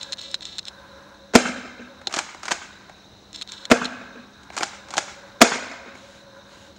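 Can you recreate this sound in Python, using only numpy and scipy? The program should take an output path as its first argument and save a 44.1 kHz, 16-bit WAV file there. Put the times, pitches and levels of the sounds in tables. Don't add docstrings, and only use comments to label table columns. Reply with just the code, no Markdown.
import sys
import numpy as np
from scipy import signal
from scipy.io import wavfile
from scipy.ndimage import uniform_filter1d

SR = 44100
rng = np.random.default_rng(int(sys.argv[2]) if len(sys.argv) > 2 else 0)


def invert_db(level):
    return 10 ** (np.asarray(level, dtype=float) / 20)


def materialize(psi):
    bounded = np.clip(np.atleast_2d(psi).T, -1, 1)
    quanta = np.round(bounded * 32767).astype(np.int16)
    wavfile.write(sys.argv[1], SR, quanta)


N = 299248

# pitch_hz, density_db (per Hz)
AIR_SPECTRUM = [(20, -20), (40, -18.5), (70, -9.5), (170, -14.5), (350, -16.5), (700, -18.5), (1500, -24.5),
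                (2600, -32), (4000, -28), (6500, -38.5), (8500, -43.5), (11000, -60), (16000, -43.5)]
# pitch_hz, width_hz, level_db
RUSH_MODES = [(863, 64, 3), (1017, 57, 8), (1555, 183, 4.5), (1708, 83, -2.5), (1440, 120, -2.5)]
# start_s, length_s, level_db
RUSH_PASSES = [(-0.2, 0.41, -50.5), (0.62, 0.568, -51.5), (1.1, 0.5, -59.5), (1.8, 1.18, -57),
               (3.45, 0.45, -51), (4.32, 1.5, -54), (5.8, 0.64, -60), (6.3, 0.43, -56.5)]
# start_s, length_s, level_db
DRONE_SPELLS = [(-0.2, 0.374, -52.5), (0.1, 0.41, -54.5), (0.64, 0.54, -53), (1.15, 0.99, -54),
                (3.58, 0.67, -58), (4.7, 1.368, -52.5), (6.0, 0.43, -56.5), (6.3, 0.44, -55)]
# pitch_hz, width_hz, level_db
LEAF_MODES = [(2380, 1550, 5), (4800, 3100, 1.5), (6660, 880, 5), (9700, 6200, -24.5)]
# start_s, length_s, level_db
LEAF_GUSTS = [
    (0.55, 1, -89),
    (2.95, 0.86, -82),
    (4.95, 0.26, -55),
    (5.9, 0.36, -56),
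    (6.44, 0.3, -56.5),
]
# pitch_hz, width_hz, level_db (rms)
IDLE_BANDS = [(302, 35, -65), (3947, 150, -60.5), (3720, 210, -62), (4210, 150, -66), (5440, 740, -72),
              (6090, 900, -68.5)]
# pitch_hz, level_db (rms)
WHINE_TONES = [(199.6, -59.5), (15685, -82)]
# delay_s, level_db, dulled_above_hz, scattered_swell_db
WALL_ECHOES = [(0.100, -16.5, 3780, 8), (0.137, -27, 2700, -0.5), (0.206, -28, 3680, 3),
               (.297, -30.5, 5000, 4), (.44, -30, 2500, 6.5), (0.456, -33.5, 378, 3.5)]
# pitch_hz, level_db, t60_s
YARD_TAIL = [(148, -28, 0.72), (237.9, -37, 3), (399, -18.5, 0.34), (715, -24, 1.22), (1476, -22, 1.53),
             (2980, -19.5, 1.14), (6740, -17.5, 0.78), (9000, -14.5, 0.58), (13000, -28, 0.4)]
# delay_s, level_db
BOOM_MIRRORS = [(0.105, -26.5), (0.212, -38), (0.28, -27.5), (0.435, -26.5), (0.464, -30)]
# pitch_hz, width_hz, level_db
HOUSING_LOW_MODES = [(1670, 1400, -15), (2810, 460, -8.5), (3606, 310, 1.5), (4110, 310, 7),
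                     (4266, 600, -1)]
# pitch_hz, width_hz, level_db
HOUSING_HIGH_MODES = [(5250, 150, 7), (6460, 580, 3), (7400, 630, 2), (9000, 1200, -9.5),
                      (12000, 9400, -21)]
# start_s, stop_s, kick_db, surge_db, cruise_db
MOTOR_RUNS = [
    (-0.035, 0.14, -60, -37, -42.5),
    (0.172, 0.347, -33, -31.5, -40.5),
    (0.408, 0.58, -27, -34, -42),
    (0.653, 0.701, -26, -36, -50),
    (3.33, 3.42, -27.5, -34, -45.5),
    (3.475, 3.653, -27, -35.5, -44),
]
# start_s, level_db (peak), high_db
LENS_CLACKS = [(0.0123, -19, -14), (0.0304, -18.5, -3.5), (0.2134, -24, 2), (0.314, -30, 6),
               (0.3426, -7.5, -10.5), (0.4534, -19.5, -3.5), (0.629, -31, -12), (0.6823, -15.5, -8),
               (2.0708, -9, -8.5), (3.3594, -20, -2), (3.5197, -18.5, -4), (3.6533, -15, -8)]
# start_s, second_touch_gap_ms, first_db, second_db
LENS_END_STOPS = [
    (0.1226, 7.2, -16.5, -12),
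    (0.5827, 5.5, -14.5, -14),
    (3.4129, 7.2, -18, -13),
    (3.845, 8.5, -15, -12.5),
]
# pitch_hz, level_db, t60_s
CYLINDER_MODES = [(191, -15.5, 0.054), (243, -5.5, 0.042), (245.7, -25, 0.47), (360, -8.5, .06),
                  (501, -14, 0.027), (720, -23, 0.01), (731, -15, 0.053), (1440, -12.5, 0.03),
                  (1580, -8, 0.015)]
# pitch_hz, width_hz, level_db
SHELL_LOW_MODES = [(228, 60, -2.5), (323, 71, -3), (479, 143, -3), (689, 58, -1)]
# pitch_hz, width_hz, level_db
GRIP_LOW_MODES = [(207, 195, -12.5), (363, 88, -6.5), (602, 106, -8), (808, 134, -5)]
# pitch_hz, width_hz, level_db
GUN_MID_MODES = [(843, 715, -5), (1315, 620, 1), (1561, 317, 1), (2191, 450, -0.5), (2334, 1040, -3),
                 (2800, 1100, -17)]
# pitch_hz, width_hz, level_db
GUN_HIGH_MODES = [(3060, 600, -4), (4190, 890, -1), (4990, 1500, -2), (6710, 1100, 0.5), (7570, 900, -2.5),
                  (8110, 650, -2), (8500, 2100, -12.5), (12700, 4900, -27.5)]
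# sear_release_s, slam_s, crack_db, thump_db, high_db
GUN_SHOTS = [
    (1.3354, 1.352, 0.5, -1, -1),
    (3.7, 3.714, -2, -3, -8),
    (5.406, 5.4151, 3, -7.5, 0.5),
]
# travel_share, level_db (peak), low_db, high_db, fade_ms
PISTON_TRAVEL = [
    (0, -18, 3.5, -8.5, 8),
    (0.45, -17, 3.5, -6, 13),
    (0.7, -19, -4.5, -12, 2),
]
# delay_ms, level_db (peak), low_db, high_db, fade_ms
PISTON_REBOUND = [
    (0, 8, -1.5, -9.5, 3.8),
    (2, -3.5, -14, -7.5, 2.47),
    (6, -7, -4, 0, 4.1),
    (14, -28.5, 12.5, -7.5, 9.7),
]
# start_s, level_db (peak), low_db, high_db
PUMP_PULL = [(2.0705, -20, 1.5, -21), (2.095, -28, -5, -18), (2.1092, -29, -16, -16),
             (2.1259, -19, -18, -3), (2.139, -10, -10.5, -1.5), (2.1624, -27.5, 5, 12),
             (2.1668, -14.5, 0.5, -10), (2.188, -3, -17.5, -7.5), (4.5016, -22, -8.5, -22.5),
             (4.566, -12, -6.5, -6), (4.577, -10, -16, -8), (4.5846, -25, -17, 5),
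             (4.6071, -8.5, -6, -15.5), (4.6313, -4.5, -11.5, -6)]
# start_s, level_db (peak), low_db, high_db
PUMP_PUSH = [(2.4314, -19, -15, -7), (2.454, -21, -6, -2), (2.4809, -11, -30, -10.5),
             (2.5083, -11, -8, -11), (2.5134, -5.5, -9.5, -12.5), (2.518, -10.5, -29.5, -4.5),
             (4.9056, -25.5, -0.5, -0.5), (4.9375, -15, -10, -7.5), (4.9534, -29.5, 2, -26.5),
             (4.9687, -21, 5.5, 6), (4.9789, -4, -4, -5.5)]
# start_s, level_db (peak), low_db, high_db
HAND_SHIFTS = [(2.0143, -28.5, -7, -19), (2.3459, -23, -3, -11), (2.3955, -34, -17, -8),
               (2.8953, -27, -2, -16), (4.4324, -36, -2, -4), (4.8852, -30.5, -6, -6),
               (5.9526, -29.5, 2.5, -12), (5.9746, -45, -4, 2), (5.7125, -41, -8, 2), (6.7628, -44, 3, 1)]
# delay_s, then relative to the contact level_db, low_db, high_db
LOOSE_JINGLE = (0.0065, -21.5, 5.5, 10)
# start_s, stop_hit_s, level_db (at the stop)
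SLIDE_STROKES = [
    (2.1, 2.189, -27.5),
    (2.425, 2.535, -32),
    (4.527, 4.633, -28.5),
    (4.884, 4.983, -36),
]


def rms_one(x):
    return x / np.sqrt(np.mean(x ** 2) + 1e-20)


def cut(x, hz, kind, order=2):
    return signal.sosfilt(signal.butter(order, hz, kind, fs=SR, output="sos"), x)


def resonate(x, hz, width_hz):
    r = np.exp(-np.pi * width_hz / SR)
    feedback = [1, -2 * r * np.cos(2 * np.pi * hz / SR), r * r]
    return signal.lfilter(np.array([1, 0, -1]) * (1 - r * r) / 2, feedback, x + 1e-18)


def body(x, modes):
    def through(v):
        return sum((-1) ** k * invert_db(db) * resonate(v, hz, width) for k, (hz, width, db) in enumerate(modes))
    click = np.eye(1, 8192)[0]
    return through(x) / np.sqrt(np.sum(through(click) ** 2))


def bursts(times, levels_db, fades_ms, rise_ms, snap_db):
    env = np.zeros(N + SR)
    t_ms = np.arange(SR // 10) / SR * 1000
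    for s, db, fade_ms in zip(times, levels_db, fades_ms):
        i = round(s * SR)
        rattle = np.exp(-t_ms / max(fade_ms, 0.3))
        snap = invert_db(snap_db) * np.exp(-t_ms / 0.19)
        env[i:i + len(t_ms)] += invert_db(db) * (1 - np.exp(-t_ms / rise_ms)) * (rattle + snap)
    return env[:N] * rng.standard_normal(N)


def drift(rate_hz):
    r = np.exp(-2 * np.pi * rate_hz / SR)
    wander = signal.lfilter([1], [1, -2 * r, r * r], rng.standard_normal(N + SR))
    return rms_one(wander[SR:])


def swells(rows, edge_s, still_db):
    t = np.arange(N) / SR
    gain = invert_db(still_db)
    for s, length, db in rows:
        inside = np.clip(np.minimum(t - s, s + length - t) / edge_s, 0, 1)
        gain = gain + invert_db(db) * np.sin(np.pi / 2 * inside) ** 2
    return gain


def octave_bands(shape, size):
    edges = 22 * 2 ** np.arange(0, 10, 0.5)
    white = rng.standard_normal((2, size))
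    out = 0
    for k, (lo, hi) in enumerate(zip(edges, edges[1:])):
        band = signal.butter(2, [lo, hi], "band", fs=SR, output="sos")
        out = out + shape(np.sqrt(lo * hi)) * signal.sosfilt(band, white[k % 2])
    return out


def narrow_noise(hz, width_hz):
    return rms_one(resonate(resonate(rng.standard_normal(N), hz, width_hz), hz, width_hz))


def outdoor_air():
    hz, db = np.transpose(AIR_SPECTRUM)
    air = rms_one(octave_bands(lambda f: invert_db(np.interp(np.log(f), np.log(hz), db)), N))
    return air * invert_db(-52.5 + 0.6 * drift(1.1))


def far_rush():
    rush = body(rng.standard_normal(N), RUSH_MODES)
    return rush * swells(RUSH_PASSES, edge_s=0.082, still_db=-69) * invert_db(0.77 * drift(12))


def far_drone():
    drone = narrow_noise(hz=553.5, width_hz=30.3)
    return drone * swells(DRONE_SPELLS, edge_s=0.056, still_db=-79.5) * invert_db(1.3 * drift(10))


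def leaves():
    return body(rng.standard_normal(N), LEAF_MODES) * swells(LEAF_GUSTS, edge_s=0.092, still_db=-73)


def camera_idle():
    out = np.zeros(N)
    for hz, width_hz, db in IDLE_BANDS:
        out += invert_db(db + 2.5 * drift(40)) * narrow_noise(hz, width_hz)
    for hz, db in WHINE_TONES:
        tone = np.sqrt(2) * np.sin(2 * np.pi * hz * np.arange(N) / SR)
        out += invert_db(db + 0.66 * drift(5.4)) * tone
    return out


def background():
    return outdoor_air() + far_rush() + far_drone() + leaves() + camera_idle()


def scatter_db(t):
    level = np.full(len(t), -6.0)
    near_ground = (0.0053, 11.5)   # delay_s, swell_db
    for delay, swell_db in [near_ground] + [(wall[0], wall[3]) for wall in WALL_ECHOES]:
        late = np.maximum(t - delay, 0)
        level += swell_db * (1 - np.exp(-late / 0.009)) * np.exp(-late / 0.051)
    return level


def yard(views):
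    t = np.arange(2 * SR) / SR
    hz, db, t60 = np.transpose(YARD_TAIL)

    def at(f, column):
        return np.interp(np.log(f), np.log(hz), column)
    tail = 0.06 * octave_bands(lambda f: invert_db(at(f, db) - 60 * t / at(f, t60)), len(t))
    tail *= invert_db(scatter_db(t))
    for delay, echo_db, dull_hz, _ in WALL_ECHOES:
        rough = (t > delay) * np.exp(-np.maximum(t - delay, 0) / 0.0027)
        tail += invert_db(echo_db - 24.5) * cut(rng.standard_normal(len(t)) * rough, dull_hz, "low")
    turn = np.arange(2 * SR) // 256 % len(views)
    shares = 1.0 * (turn == np.arange(len(views))[:, None])
    shares = uniform_filter1d(shares, size=128)
    return sum(signal.fftconvolve(x, tail * np.sqrt(np.abs(share)))[:N] for x, share in zip(views, shares))


def boom(thump):
    low = resonate(resonate(thump, 248.4, 62), 248.4, 62)
    return sum(invert_db(db) * np.append(np.zeros(round(s * SR)), low)[:N] for s, db in BOOM_MIRRORS)


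def motor_effort():
    out = np.zeros(N)
    for s, stop, _, surge_db, cruise_db in MOTOR_RUNS:
        t = np.arange(N) / SR - s
        surge = np.exp(-((t - 0.019) / 0.0089) ** 2)
        catch = invert_db(1) * np.exp(-((t - 0.061) / 0.013) ** 2)
        cruise = (t > 0.033) * invert_db(-8 * np.clip(t, 0, 1))
        out += (t < stop - s) * (invert_db(surge_db) * surge + invert_db(cruise_db) * (cruise + catch))
    return uniform_filter1d(out, size=200)


def lens_knocks():
    rows = list(LENS_CLACKS)
    rows += [(s, kick_db, -3.5) for s, _, kick_db, *_ in MOTOR_RUNS if s > 0]
    for s, gap_ms, first_db, second_db in LENS_END_STOPS:
        touches = s + np.cumsum([0, gap_ms, 4]) / 1000
        rows += zip(touches, [first_db, second_db, second_db - 7], (-7, -21, -3.5))
    return np.transpose(rows)


def focus_motor():
    s, db, high_db = lens_knocks()
    fade_ms = 1.17 + 0.1852 * np.clip(db + 26, 0, 30)
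    step_hz = 333.5
    turns = np.arange(N + 1) * step_hz / SR + 0.012 * np.append(drift(81), 0)
    steps = np.diff(np.floor(turns)) ** 2 * invert_db(3 * drift(60))
    whir = motor_effort() * (cut(rms_one(steps), 4000, "low") + 0.5 * rng.standard_normal(N))
    knock = np.zeros((2, N))
    knock[:, np.round(s * SR).astype(int) + 8] = invert_db([db + 9, db + high_db - 7])
    low_rattle = bursts(s, db - 9.5, fade_ms, rise_ms=0.14, snap_db=-12)
    high_rattle = bursts(s, db + high_db - 9, fade_ms, rise_ms=0.11, snap_db=15)
    low = body(whir + knock[0] + low_rattle, HOUSING_LOW_MODES)
    return low + body(invert_db(-6.5) * whir + knock[1] + high_rattle, HOUSING_HIGH_MODES)


def piston():
    blows, out = np.zeros(N), np.zeros(N)
    lag_ms, bounce_ms, bounce_db = 0.97, 3.806, 0.5
    for _, slam, _, thump_db, _ in GUN_SHOTS:
        blows[round((slam + lag_ms / 1000) * SR)] = invert_db(thump_db)
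        blows[round((slam + (lag_ms + bounce_ms) / 1000) * SR)] = invert_db(thump_db + bounce_db)
    for hz, db, t60 in CYLINDER_MODES:
        r, w = invert_db(-60 / (t60 * SR)), 2 * np.pi * hz / SR
        out += signal.lfilter([0, invert_db(db) * np.sin(w)], [1, -2 * r * np.cos(w), r * r], blows + 1e-18)
    return out


def contacts(table, low_modes, friction, snap_db):
    s, db, low_db, high_db, fade_ms = np.transpose(table)
    grit = friction * rng.standard_normal((3, N))
    low = bursts(s, db + low_db - 5, fade_ms, 0.54, snap_db) + invert_db(-9.5) * grit[0]
    mid = bursts(s, db - 8, fade_ms, 0.3, snap_db) + invert_db(-5.5) * grit[1]
    high = bursts(s, db + high_db - 6, 1.245 * fade_ms, 0.21, snap_db) + invert_db(-9.5) * grit[2]
    return body(low, low_modes) + body(mid, GUN_MID_MODES) + body(high, GUN_HIGH_MODES)


def slide_rubbing():
    t = np.arange(N) / SR
    out = np.zeros(N)
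    for s, stop, db in SLIDE_STROKES:
        rise_db = -13 * np.clip((stop - t) / (stop - s), 0, 1)
        release_db = -600.5 * np.maximum(t - stop, 0)
        out += invert_db(db + rise_db + release_db) * np.clip((t - s) / 0.011 + 1, 0, 1)
    return out


def shots():
    rows = []
    overdrive_db = 1
    for sear, slam, crack_db, _, shot_high_db in GUN_SHOTS:
        for share, db, low, high, fade_ms in PISTON_TRAVEL:
            rows.append((sear + share * (slam - sear), db, low, high, fade_ms))
        for ms, db, low, high, fade_ms in PISTON_REBOUND:
            rows.append((slam + ms / 1000, db + crack_db + overdrive_db, low, high + shot_high_db, fade_ms))
    return contacts(rows, SHELL_LOW_MODES, friction=0, snap_db=-6)


def racking():
    rows = []
    for table, fade_ms in ((PUMP_PULL, 2.67), (PUMP_PUSH, 3.73), (HAND_SHIFTS, 2.86)):
        rows += [(*row, fade_ms) for row in table]
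    lag, jingle_db, jingle_low, jingle_high = LOOSE_JINGLE
    rows += [(s + lag, db + jingle_db, low + jingle_low, high + jingle_high, fade_ms)
             for s, db, low, high, fade_ms in rows]
    friction = invert_db(4.2 * drift(150)) * slide_rubbing()
    return contacts(rows, GRIP_LOW_MODES, friction, snap_db=6)


def scene():
    thump = piston()
    views = [cut(shots() + racking() + thump, 139, "high") for side in range(3)]
    loud = views[0] + yard(views) + boom(thump) + focus_motor()
    return (cut(loud, 8700, "low") + background())[None]


def band_limit(x):
    return signal.sosfilt(signal.butter(12, 16660, fs=SR, output="sos"), x)


def record(dry):
    x = dry / (1 + np.abs(dry / 0.93) ** 8) ** (1 / 8)
    x = cut(x, 30, "high")
    x = cut(x, 22000, "low", order=8)
    return band_limit(x)


dry = scene()
out = record(dry)
materialize(out)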